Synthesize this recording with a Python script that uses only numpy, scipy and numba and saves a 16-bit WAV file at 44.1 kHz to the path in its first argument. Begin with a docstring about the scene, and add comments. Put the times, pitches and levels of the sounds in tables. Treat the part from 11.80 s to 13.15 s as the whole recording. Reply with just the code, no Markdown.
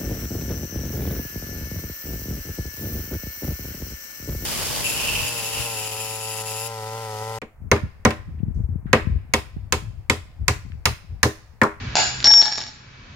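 """A fridge hums in a hard kitchen. A coin cracks off a wooden table, one edge and then the other,
and flies ringing into a shot glass. It clinks between the walls and rattles to rest, the room
echoing each hit. The small camera close by overloads on the clink and turns its gain down,
so the room noise is lower afterwards."""
import sys
import numpy as np
from scipy import signal
from scipy.fft import rfft, irfft
from scipy.io import wavfile
from numba import njit

SR = 44100
rng = np.random.default_rng(int(sys.argv[2]) if len(sys.argv) > 2 else 0)


def wav_record(signal):
    """Record a signal, one row per channel, as 16-bit PCM in the file named by sys.argv[1]."""
    frames = np.transpose(np.atleast_2d(signal))
    bounded = np.clip(frames, -1, 1)
    # unit amplitude maps onto the largest positive 16-bit level
    quanta = np.round(bounded * 32767).astype(np.int16)
    wavfile.write(sys.argv[1], SR, quanta)


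N = 59535

# Colours of the noise layers. Each row: frequency in Hz, relative level in dB.
AIR_COLOUR = [(200, -10), (330, -7.5), (430, -10), (520, -12), (850, -14), (1000, -9), (1400, -9.5),
              (1700, -5.5), (1950, -10), (2400, -11), (2800, -12), (4500, -14.5), (5600, -21),
              (6500, -20.5), (7300, -32.5)]
RUMBLE_COLOUR = [(20, -17.5), (40, 0), (65, 1), (110, 3), (150, -1), (200, -6), (260, -7), (400, -46),
                 (900, -69)]
CRACK_COLOUR = [(100, -28.5), (480, -31), (700, 12), (1150, 0), (1550, -0.5), (1850, -8.5), (2200, 4),
                (4500, 6), (6300, -0.5), (7600, 6.5)]  # coin on wood
CLICK_COLOUR = [(100, -16), (450, -17), (1200, 3.5), (2700, -4.5), (4000, 8.5), (5300, 4.5), (6500, -2),
                (7600, -26)]  # coin on glass
# Fader ride on the rumble. Each row: time in seconds, level in dB.
RUMBLE_FADER = [(0, -32), (.09, -32.5), (.16, -38), (.35, -38), (.55, -30), (.7, -33.5), (1.15, -38),
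                (1.25, -34), (1.35, -36.5)]
# The fridge's hum and whine. Each row: pitch in Hz, level in dB.
FRIDGE_TONES = [(64.6, -44.5), (129.2, -42), (2288, -49.5), (2546, -52)]
# The kitchen's tail. Each row: frequency in Hz, seconds to fade by 60 dB.
KITCHEN_DECAY = [(200, .5), (800, 0.37), (2000, 0.57), (5000, 0.53), (7500, 0.5)]
# What rings when hit. Each row: pitch in Hz, relative level in dB, seconds to fade by 60 dB.
WOOD_MODES = [(706, -10, 0.17), (733, -10, 0.21), (772, -17.5, 0.097), (822, 2, 0.13), (872, -9, 0.24),
              (1602, -9.5, 0.16), (1653, -7, 0.18), (2074, -5, 0.065), (2920, -10, 0.097)]
COIN_MODES = [(4710, -19.5, .4), (6340, -10.5, 0.51), (7066, 1, 0.4), (6935, -7, .25), (12240, 22, 0.29)]  # the highest is above the camera's range but works its limiter
RIM_MODES = [(5386, -18.5, .6), (5503, -0.5, 0.87)]  # a close pair
GLASS_BODY_MODES = [(724.7, -9, 0.16), (848.7, -1, .2), (1684, -4.5, 0.16), (1731, -8.5, 0.12),
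                    (1918, -12, 0.19), (2289, -8, 0.066)]  # the glass standing on the table
CLACK_MODES = [(3780, 0, 0.026), (3920, -11, 0.036), (4500, -4.5, 0.044), (4920, -12.5, .025),
               (6360, -9.5, 0.022)]  # short clack of coin against glass
# Faint ticks while the coin is in the air. Each row: start in seconds, relative level in dB.
FLIGHT_TICKS = [(0.4032, -14), (0.4274, -14)]
# The coin's hits in the glass. Each row: start in seconds, then click, rim and body strength in dB.
GLASS_HITS = [(.4430, 6, 2, -35.5), (0.4462, -19.5, -29, -30.5), (.4482, -5.5, -14, -32),
              (0.4511, -12.5, -8.5, -25), (0.4556, -8, -4, -21), (.4594, -14, -4.5, -22),
              (.4703, -4, -10, -25.5), (0.4751, -23, 4.5, -12.5), (0.4905, -26.5, -0.5, -20.5),
              (0.5043, -33, -4.5, -16), (.5150, -1.5, 5.5, -22), (.5385, 10.5, 14, -9),
              (.5790, 5, 13.5, -7.5), (0.6169, 4.5, -0.5, -16), (0.6259, 3.5, -5.5, -15),
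              (0.6328, -10, -6, -16), (0.653, -2, -11.5, -20), (.6571, 5.5, -20, -13),
              (0.6634, -2, -6.5, -10.5), (.6810, -9, -21, -12.5), (0.7087, -15, -10.5, -45),
              (0.7189, -8, -7, -23.5), (0.724, -2, -6, -17.5), (0.7351, -11.5, -10.5, -26.5),
              (0.7558, -11.5, -18, -29), (0.757, -7, -14.5, -33.5), (.7768, -1, -23, -33),
              (0.7815, 0, -15.5, -18.5), (0.7929, -11, -25.5, -27), (0.8046, -11, -14.5, -29),
              (.8150, -5.5, -16, -23), (0.8229, -11, -21, -32), (.8380, -14.5, -23.5, -27),
              (0.8664, -13.5, -23, -45), (.8762, -21, -23, -38.5), (.8863, -25, -21, -31.5),
              (0.893, -31.5, -39, -37)]

TOP_HZ = 7600  # the camera hears nothing higher
TIME = np.arange(N) / SR
BIN_HZ = np.arange(N // 2 + 1) * SR / N


def undb(db):
    """Decibels to gain."""
    return 10 ** (np.asarray(db) / 20)


def since(start):
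    """Seconds since a moment, zero before it."""
    return np.maximum(TIME - start, 0)


def along(curve, hz):
    """Read a curve of (Hz, value) points on a log-frequency axis."""
    freqs, values = np.array(curve, float).T
    return np.interp(np.log(hz + 1e-9), np.log(freqs), values)


def noise(colour):
    """Coloured noise of rms 1."""
    white = rfft(rng.standard_normal(N))
    coloured = irfft(white * undb(along(colour, BIN_HZ)) * (BIN_HZ < TOP_HZ), N)
    return coloured / coloured.std()


def wide(make, likeness):
    """Stereo noise: likeness 0 is fully wide, 1 is mono."""
    return np.sqrt(likeness) * make() + np.sqrt(1 - likeness) * np.array([make(), make()])


def pan(x, left_db):
    """Place a sound by how much louder it is on the left."""
    return x * undb(np.array([[left_db], [-left_db]]) / 2)


def bursts(hits, decay_s):
    """Envelope that jumps at each (s, dB) hit and dies away."""
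    return sum(undb(db) * (since(s) > 0) * np.exp(-since(s) / decay_s) for s, db in hits)


def ring(modes):
    """Decaying sines of a struck object."""
    return sum(undb(db) * np.sin(2 * np.pi * hz * TIME) * np.exp(-np.log(1000) * TIME / t60)
               for hz, db, t60 in modes)


def strike(modes, hits):
    """Each (s, dB) hit rings the modes on top of what still sounds."""
    blows = np.zeros(N)
    for s, db in hits:
        blows[int(s * SR)] += undb(db)
    return signal.fftconvolve(blows, ring(modes))[:N]


def restrike(modes, hits, choke_s=0.001):
    """Each (s, dB) hit chokes the last ring and starts it afresh."""
    tone, out = ring(modes), np.zeros(N)
    stops = [s for s, _ in hits[1:]] + [N / SR]
    for (s, db), stop in zip(hits, stops):
        i = int(s * SR)
        out[i:] += undb(db) * tone[:N - i] * np.exp(-since(stop)[i:] / choke_s)
    return out


def room_tone():
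    """The bed: wide, steady air over a mono rumble that swells and sinks."""
    air = undb(-36.5) * wide(lambda: noise(AIR_COLOUR), likeness=0.094)
    fader_db = np.interp(TIME, *np.array(RUMBLE_FADER).T)
    rumble = undb(fader_db) * wide(lambda: noise(RUMBLE_COLOUR), likeness=1)
    return air + rumble


def fridge():
    """Steady tones: a low hum and a thin whine."""
    return sum(np.sqrt(2) * undb(db) * np.sin(2 * np.pi * (hz * TIME + rng.random()))
               for hz, db in FRIDGE_TONES)


def kitchen_echo(send, build_s=0.0027):
    """Hard walls return a diffuse tail that blooms quickly and fades band by band."""
    wash = rfft(wide(lambda: rng.standard_normal(N), likeness=0.12))
    edges_hz = [1, 500, 1100, 3000, 6000, 9000]
    tail = np.zeros((2, N))
    for low, high in zip(edges_hz, edges_hz[1:]):
        band = irfft(wash * (BIN_HZ >= low) * (BIN_HZ < high), N)
        tail += band * np.exp(-np.log(1000) * TIME / along(KITCHEN_DECAY, (low + high) / 2))
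    tail *= 1 - np.exp(-TIME / build_s)
    energy = np.mean(np.sum(tail ** 2, axis=1))
    tail *= np.sqrt(edges_hz[-1] / (SR / 2) / energy)  # unity gain across the bands
    return signal.fftconvolve(send[None], tail, axes=1)[:, :N]


def table_bounce():
    """The coin cracks on the table, the wood rings and the coin flies off ringing."""
    first_edge_s, second_edge_s = 0.1543, 0.168
    blows = [(first_edge_s, 3.5), (second_edge_s, 0)]
    crack = noise(CRACK_COLOUR) * bursts(blows, decay_s=0.0026)
    wood = undb(-14) * strike(WOOD_MODES, blows)
    coin = strike(COIN_MODES, [(first_edge_s, -17)])
    return crack + wood + coin


def glass_rattle():
    """The coin clicks about in the glass, ringing rim, body and itself; gives direct sound and send."""
    hits = [(s, db) for s, db, _, _ in GLASS_HITS]
    clicks = noise(CLICK_COLOUR) * bursts(hits + FLIGHT_TICKS, decay_s=0.00099)
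    clack = undb(-13.5) * strike(CLACK_MODES, hits)
    coin = undb(-21) * restrike(COIN_MODES[:-1], hits)
    body = restrike(GLASS_BODY_MODES, [(s, db) for s, _, _, db in GLASS_HITS])
    clink = restrike(RIM_MODES, [(s, db) for s, _, db, _ in GLASS_HITS])
    clatter = clicks + clack + coin + body
    direct = pan(clatter, left_db=-2.5) + pan(clink, left_db=4.5)
    echo_send = undb(-4.5) * clatter + undb(-15) * clink
    return direct, echo_send


def scene():
    """Bounce and rattle with their echo, over room tone and fridge."""
    bounce = table_bounce()
    rattle, rattle_send = glass_rattle()
    return bounce + rattle + kitchen_echo(bounce + rattle_send) + room_tone() + fridge()


@njit
def follow(peaks, floor, attack, release):
    """Level follower that rises fast, falls slowly and never goes under its floor."""
    out, level = np.empty(len(peaks)), floor
    for i, peak in enumerate(peaks):
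        speed = attack if peak > level else release
        level = max(floor, level + (peak - level) * speed)
        out[i] = level
    return out


def turn_down(x, threshold_db, attack_s, release_s):
    """Duck both channels whenever their level passes the threshold."""
    threshold = float(undb(threshold_db))
    peaks = np.abs(x).max(axis=0)
    level = follow(peaks, threshold, 1 / (1 + attack_s * SR), 1 / (1 + release_s * SR))
    return x * threshold / level


def record(dry):
    """The camera's chain: slow gain control, a quick limiter, soft clipping and a steep high cut."""
    ducked = turn_down(dry, threshold_db=-1.5, attack_s=0.0097, release_s=1)
    limited = turn_down(ducked, threshold_db=-1.5, attack_s=0.00019, release_s=0.014)
    ceiling = undb(-4)
    clipped = limited / (1 + (limited / ceiling) ** 4) ** 0.25
    high_cut = signal.ellip(10, 0.2, 75, TOP_HZ, fs=SR, output="sos")
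    return signal.sosfilt(high_cut, clipped)


dry = scene()
out = record(dry)
wav_record(out)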